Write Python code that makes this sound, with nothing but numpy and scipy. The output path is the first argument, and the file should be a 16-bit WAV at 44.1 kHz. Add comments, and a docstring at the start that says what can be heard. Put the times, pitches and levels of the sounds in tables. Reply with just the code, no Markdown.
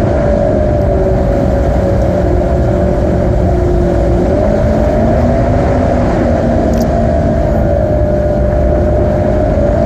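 """A four-cylinder engine and its geared pump drive a small jet boat through a flooded wood.
Their tones are wavering sines on orders of the firing rate, swelling at the hull's panel resonances.
Shaped noise makes the water roar, wind rumble, pump rush and spray; modes of panels and fittings ring.
Twigs and duller knocks are short noise bursts. One microphone hears all this in a closed housing fixed
to the hull, and a limiter holds the level."""
import sys
import numpy as np
from scipy import signal
from scipy.io import wavfile
from scipy.ndimage import uniform_filter1d

SR = 44100
rng = np.random.default_rng(int(sys.argv[2]) if len(sys.argv) > 2 else 0)


def pcm_store(signal):
    """Save signal as 16-bit PCM."""
    levels = np.round(np.clip(np.atleast_2d(signal), -1, 1) * 32767)
    wavfile.write(sys.argv[1], SR, levels.astype(np.int16).T)


N = 434385  # length in samples

# Water flow, levels ahead of gusts and slaps: t/s, pump rush level/dB, spray level/dB, high fizz level/dB
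WATER_FLOW = [(0.0, -27, -44, -83), (0.3, -27, -42, -76), (0.55, -32, -45.5, -73),
              (0.85, -30.5, -45.5, -62), (1.6, -29, -42, -58), (2.2, -30, -43, -60),
              (3.26, -30.5, -44, -62), (3.7, -31, -41, -58.5), (4.4, -28.5, -42, -64),
              (4.85, -27, -42, -57), (5.46, -26, -42.5, -64), (6.04, -23.5, -40.5, -65),
              (6.5, -27.5, -42, -62), (7.1, -30.5, -43.5, -68), (7.49, -31.5, -46.5, -61),
              (8.3, -34.5, -47.5, -62), (8.75, -30.5, -46.5, -62), (9.85, -29, -44, -65)]
# Engine speed: t/s, firing rate f/Hz
FIRING_RATE = [(0, 213.8), (.35, 211), (.6, 204), (.95, 190.5), (1.2, 187.5), (1.95, 185), (2.3, 178.5),
               (2.7, 180), (3.4, 180), (4.05, 173.3), (4.19, 175), (4.27, 182), (4.42, 206), (4.5, 210),
               (4.65, 214.5), (4.95, 220.4), (5.1, 228.3), (5.4, 245.6), (5.58, 251), (5.75, 249.5),
               (6.3, 235.7), (6.75, 230.3), (7.05, 224.7), (7.35, 222.7), (7.65, 212.9), (7.95, 200.5),
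               (8.4, 198.5), (8.75, 201), (9.2, 201.2), (9.45, 205), (9.68, 212), (9.85, 225)]


def gain_of(db):
    """Level definition: an amplitude ratio is ten to the power of dB / 20."""
    return 10 ** (np.asarray(db) / 20)


def evened(x):
    """Normalisation: scales to unit rms."""
    return x / np.sqrt(np.mean(x ** 2) + 1e-20)


def curve(table, column):
    """Linear interpolation of one table column over time, at every sample."""
    rows = np.asarray(table)
    return np.interp(np.arange(N) / SR, rows[:, 0], rows[:, column])


def add(mix, start_s, sound):
    """Superposition: adds a sound into the mix from its start time."""
    part = mix[round(start_s * SR):][:len(sound)]
    part += sound[:len(part)]


def drift(width_hz):
    """Narrow-band modulation: complex noise through two equal one-pole low-passes, unit rms."""
    step = 16  # samples between random draws
    pole = np.exp(-step * np.pi * width_hz / SR)
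    at = np.arange(0, N + step, step)
    z = rng.standard_normal(len(at)) + 1j * rng.standard_normal(len(at))
    for _ in range(2):
        z = signal.lfilter([1], [1, -pole], z)
    z = np.interp(np.arange(N), at, z)
    return z / np.sqrt(np.mean(abs(z) ** 2))


def noise(points, patchy_db, flicker_db, size):
    """Short-time synthesis: random spectra with drifting patches and a flicker shared by all pitches; rms 1."""
    frames, hz = 4 * N // size + 5, np.fft.rfftfreq(size, 1 / SR)
    real, imag, patches = rng.standard_normal((frames, len(hz), 3)).T
    patches = uniform_filter1d(patches, size=9, axis=0)  # smooth along pitch
    patches = evened(uniform_filter1d(patches, size=9, axis=1))  # smooth along time
    flicker = evened(uniform_filter1d(rng.standard_normal(frames), size=5))
    point_hz, point_db = np.transpose(points)
    shape_db = np.interp(np.log(hz + 1), np.log(point_hz + 1), point_db, -120, -120)
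    level_db = shape_db[:, None] + patchy_db * patches + flicker_db * flicker
    spectra = (real + 1j * imag) * gain_of(level_db)
    return evened(signal.istft(spectra, nperseg=size, noverlap=3 * size // 4)[1][:N])


def burst(hz, width_hz, t60):
    """Impact radiation: band-passed noise with a quick rise and exponential decay, peak 1."""
    t = np.arange(4096) / SR
    edges_hz = [max(hz - width_hz / 2, 50), hz + width_hz / 2]
    band = signal.butter(4, edges_hz, "bandpass", fs=SR, output="sos")
    envelope = (1 - np.exp(-t / .002)) * gain_of(-60 * t / t60)
    puff = signal.sosfilt(band, rng.standard_normal(len(t)) * envelope)
    return puff / abs(puff).max()


def ringing(modes):
    """Randomly driven resonance: each mode is a carrier with narrow-band drift, at its own rms level."""
    t = np.arange(N) / SR
    out = np.zeros(N)
    for hz, width_hz, db in modes:
        out += gain_of(db) * (drift(width_hz) * np.exp(2j * np.pi * hz * t)).real
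    return np.sqrt(2) * out


def engine():
    """Harmonic excitation: sines on firing orders, each wavering because no two cycles are alike."""
    # Strong orders swell where their pitch meets a hull panel; quarter orders come from unequal cylinders:
    # multiple of firing rate, [(panel f/Hz, width/Hz, level/dB ahead of the common swell)]
    blooms = [(1, [(178, 36, -24.5), (232, 76, -19)]), (1.75, [(302, 80, -26.5), (353.5, 21, -25.5),
              (390, 47, -31)]), (2, [(352.7, 20.8, -15), (379.5, 13.2, -17), (392, 27, -26.5),
              (424.5, 22, -31.5), (498, 12, -30.5)]), (2.25, [(394.5, 18, -30.5), (474, 46, -34.2),
              (526, 35, -23.7), (559, 41, -22.5)]), (2.75, [(578, 30, -19), (619, 108, -19),
              (676, 44, -23.5)]), (3, [(558.4, 60, -22.5), (607, 92, -16), (673, 42, -19.5)]),
              (3.25, [(562.7, 14, -17), (589, 16, -17.5), (622, 20, -23), (678, 96, -29)])]
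    # Common swell of the strong orders: t/s, gain/dB
    tone_swell = [(0, -4.5), (.4, 1.6), (1.1, 0.4), (1.9, 0.4), (2.5, -1), (3.0, .7), (3.5, -1.1),
                  (4.1, 1.2), (4.42, 1.5), (4.7, 1), (5.05, 1.7), (5.5, 1), (5.9, .3), (6.3, .6),
                  (6.9, -0.6), (7.5, -.6), (8.3, -0.2), (9.0, -.3), (9.5, 1), (9.85, 2.2)]
    # Pump shaft (geared at about a third) and its multiples, weak engine orders, gear mesh and its
    # sidebands: multiple of firing rate
    weak_orders = (.339, .678, .75, 1.356, 3.345, 3.75, 4.25, 5, 6.69, 7.23, 7.75, 8.36, 10.5, 21, 31.5,
                    40.33, 42, 43.65)
    # Their levels ahead of the path and the waver, in the same sequence: level/dB
    weak_levels = (-20, -29, -32, -32, -30, -29, -29, -32, -44, -45, -45, -47, -55, -62, -64, -66, -64, -69)
    # What hull and housing let through of the weak orders: f/Hz, gain/dB
    path = [(62, -1), (73, 2), (82, -6), (130, 0), (640, 0), (685, 0), (720, -13), (950, -12), (1050, -24),
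            (1250, -24), (1400, 0), (1950, 0), (2300, -10), (3500, 0), (5800, 1), (6350, -6), (6700, 5),
            (7050, 0), (7700, 5), (8050, -9), (8500, -12), (8800, -6), (9200, -9), (9700, -22)]

    hz = uniform_filter1d(curve(FIRING_RATE, column=1), size=2205)
    firings = np.cumsum(hz) / SR
    # the three pump blades pass a little faster than the firings, so the two tones throb
    blade_order, blade_share = 1.0168, .6  # multiple of firing rate, amplitude re the firing tone
    in_step_s = 5.29  # time when both tones add up
    beat_cycles = (blade_order - 1) * (firings - firings[round(in_step_s * SR)])
    blades = blade_share * np.exp(2j * np.pi * beat_cycles)
    rough = np.interp(hz, [205, 245], [.07, .16])  # the tones break up at high speed
    path_hz, path_db = np.transpose(path)

    out = np.zeros(N)
    for multiple, panels in blooms:
        waver = 1 + rough * drift(10.8)
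        if multiple == 1:
            waver = waver + blades
        level = np.zeros(N)
        for panel_hz, width_hz, db in panels:
            detuning = 2 * (multiple * hz - panel_hz) / width_hz
            level += gain_of(db) / (1 + detuning ** 2) ** 2
        out += level * (waver * np.exp(2j * np.pi * multiple * firings)).real
    out *= gain_of(curve(tone_swell, column=1))
    for multiple, db in zip(weak_orders, weak_levels):
        waver = 0.52 + 0.79 * drift(3 + 0.54 * multiple)  # high orders blur more
        level = gain_of(db + np.interp(multiple * hz, path_hz, path_db))
        out += level * (waver * np.exp(2j * np.pi * multiple * firings)).real
    return np.sqrt(2) * out


def hull_roar():
    """Structure-borne sound: water drums on the bottom as a broad roar and shakes the panel modes."""
    # Roar spectrum: f/Hz, relative density/dB per Hz
    roar_shape = [(82, -27.5), (140, -1.5), (221, -1), (372, -1), (471, -10.5), (520, -11.5), (680, -36),
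                  (1140, -120)]
    # Panel modes: f/Hz, width/Hz, level/dB re roar
    panel_modes = [(547.2, 83, -8.5), (598.6, 97, -4), (680.6, 52, -7), (758, 82, -14)]
    roar_db, calm_db = -18.5, -30.5  # roar level when the pump rush is at calm_db
    follow = 0.49  # dB of roar per dB of pump rush
    level_db = roar_db + follow * (curve(WATER_FLOW, column=1) - calm_db) + slaps(column=1)
    return gain_of(level_db) * (noise(roar_shape, 1.9, 0.6, size=2048) + ringing(panel_modes))


def fittings():
    """Sympathetic resonance: small fittings ring steadily in their own modes."""
    # Fitting modes: f/Hz, width/Hz, level/dB
    fitting_modes = [(939, 33, -57), (1176, 83, -48), (1659, 87, -44.5), (3080, 59, -62)]
    return ringing(fitting_modes)


def wind_rumble():
    """Flow turbulence: low-frequency noise whose level wanders with the wind and lifts at slaps."""
    # Rumble spectrum: f/Hz, relative density/dB per Hz
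    rumble_shape = [(12, -48), (22, -22.5), (30, -11.5), (40, -11), (52, 3), (62, -1.5), (80, -1),
                    (120, -4.5), (160, -14.5), (210, -21.5), (300, -43)]
    rumble_db, gust_db = -13.5, 0.5  # middle level, rms wander of the level
    level_db = rumble_db + gust_db * evened(drift(2.5).real) + slaps(column=1)
    return gain_of(level_db) * noise(rumble_shape, .3, .1, size=4096)


def pump_rush(gusts):
    """Jet turbulence: mid-band noise follows the pump flow and, in part, the gusts."""
    # Rush spectrum: f/Hz, relative density/dB per Hz
    rush_shape = [(470, -29.5), (800, 0.5), (849, -27), (971, 0.5), (1070, -15), (1410, -8.5), (1630, -12),
                  (1780, -13.5), (2250, -18.5), (2590, -27), (2900, -27.5), (3770, -54.5), (6380, -120)]
    level_db = curve(WATER_FLOW, column=1) + slaps(column=1)
    return gain_of(level_db) * noise(rush_shape, 0.98, 0.9, size=512) * gusts ** 0.66


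def spray_and_fizz(gusts):
    """Broadband splash radiation: high noise and its top fizz come in shared gusts."""
    # Spray spectrum: f/Hz, relative density/dB per Hz
    spray_shape = [(1410, -29), (2400, -2), (2610, -17), (3090, -2), (3300, -5), (4410, -4), (5400, -7.5),
                   (6860, -7.5), (9120, -18.5), (10900, -30), (11300, -31.5), (14700, -58.5), (22000, -120)]
    # Fizz spectrum: f/Hz, relative density/dB per Hz
    fizz_shape = [(6470, -48), (11000, -26.5), (12000, 7), (12600, 6), (14300, -2.5), (15000, -9),
                  (15500, -11.5)]
    spray_db = curve(WATER_FLOW, column=2) + slaps(column=1)
    spray = gain_of(spray_db) * noise(spray_shape, 1.2, 0.34, size=512)
    treble = signal.sosfilt(signal.butter(2, 8000, "highpass", fs=SR, output="sos"), spray)
    # the spray is brighter at low engine speed
    brightness = np.clip((205 - curve(FIRING_RATE, column=1)) / 45, -.5, 1)
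    spray += treble * brightness
    fizz_db = curve(WATER_FLOW, column=3) + slaps(column=2)
    fizz = gain_of(fizz_db) * noise(fizz_shape, 1.1, .6, size=256)
    return (spray + fizz) * gusts


def air_and_water():
    """Common modulation: the pump rush and the spray share one gusting envelope; wind adds its rumble."""
    gusts = gain_of(0.63 * evened(drift(8.5).real))
    return wind_rumble() + pump_rush(gusts) + spray_and_fizz(gusts)


def twigs():
    """Impulsive contact: twigs flick the housing, exciting several bands at once."""
    # Flicks, peak levels ahead of the notch: t/s, middle level/dB, middle f/Hz, top level/dB, top f/Hz,
    # low level/dB, t60/s (top band decays faster)
    flicks = [(0.815, -29, 5500, -36, 13500, -50, 0.0073), (1.832, -28, 5000, -55, 13000, -50, .008),
              (2.016, -24, 6000, -40, 13600, -48, .03), (5.2216, -33, 5500, -42, 13500, -48, .008),
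              (6.7345, -19, 6100, -32, 12700, -45, .022), (6.7595, -29, 6000, -36, 13200, -45, .018),
              (6.769, -40, 5000, -28, 12200, -45, .016), (6.776, -21, 5200, -31, 12700, -20, .012),
              (6.7905, -28, 5030, -30, 12500, -43, .01), (6.804, -18, 5860, -42, 13000, -45, 0.068),
              (6.8145, -17, 5400, -18, 13600, -42, .032), (6.8285, -36, 6000, -27, 13800, -45, .01),
              (9.825, -31, 5100, -39, 13400, -46, 0.0074)]
    out = np.zeros(N)
    for s, db, hz, top_db, top_hz, low_db, t60 in flicks:
        crack_db = (db + top_db) / 2 - 12  # the crack between the bands
        add(out, s, gain_of(db) * burst(hz, 2200, t60))
        add(out, s, gain_of(top_db) * burst(top_hz, 2800, 0.86 * t60))
        add(out, s, gain_of(crack_db) * burst(9000, 2800, t60))
        add(out, s, gain_of(low_db) * burst(2800, 1300, t60))
    return signal.lfilter(*signal.iirnotch(11000, 7, SR), out)  # the housing has a dead band


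def slaps(column):
    """Transient modulation: water slaps the bow, lifting levels in dB along a bell for each slap."""
    # Slaps: t/s, lift of level/dB, lift of fizz level/dB
    bow_slaps = [(5.21, 2, 6), (7.58, 1.5, 10)]
    t = np.arange(N) / SR
    slap_s = 0.049  # half-width of the bell at 1/e
    return sum(row[column] * np.exp(-((t - row[0]) / slap_s) ** 2) for row in bow_slaps)


def hull_knocks():
    """Structure-borne impact: duller knocks come through the hull as lower noise bursts."""
    # Knocks: t/s, peak level/dB, f/Hz, t60/s
    knocks = [(6.8374, -23, 1000, 0.027), (8.522, -17, 1300, 0.035), (8.753, -18, 1300, 0.032)]
    out = np.zeros(N)
    for s, db, hz, t60 in knocks:
        add(out, s, gain_of(db) * burst(hz, 1100, t60))
    return out


def scene():
    """Linear superposition: all sources add at one microphone."""
    return (engine() + hull_roar() + fittings() + air_and_water() + twigs() + hull_knocks())[None]


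def record(dry):
    """Dynamic-range limiting: a quick limiter evens the level and rounds peaks, ahead of a band limit."""
    power_db = 10 * np.log10(abs(uniform_filter1d(dry[0] ** 2, size=1300)) + 1e-12)
    excess_db = np.maximum(power_db + 11.0, 0)  # above -11 dB
    held = dry / gain_of(.5 * uniform_filter1d(excess_db, size=400))  # half the excess is taken off
    knee = 0.63
    over = np.maximum(abs(held) - knee, 0)
    rounded = held - np.sign(held) * (over - 0.37 * np.tanh(over / 0.45))
    padded = np.pad(rounded, ((0, 0), (255, 255)), "reflect", reflect_type="odd")
    edge_hz = 15400
    lowpass = signal.firwin(511, edge_hz, window=("kaiser", 9), fs=SR)
    return signal.oaconvolve(padded, lowpass[None], "valid")


dry = scene()
out = record(dry)
pcm_store(out)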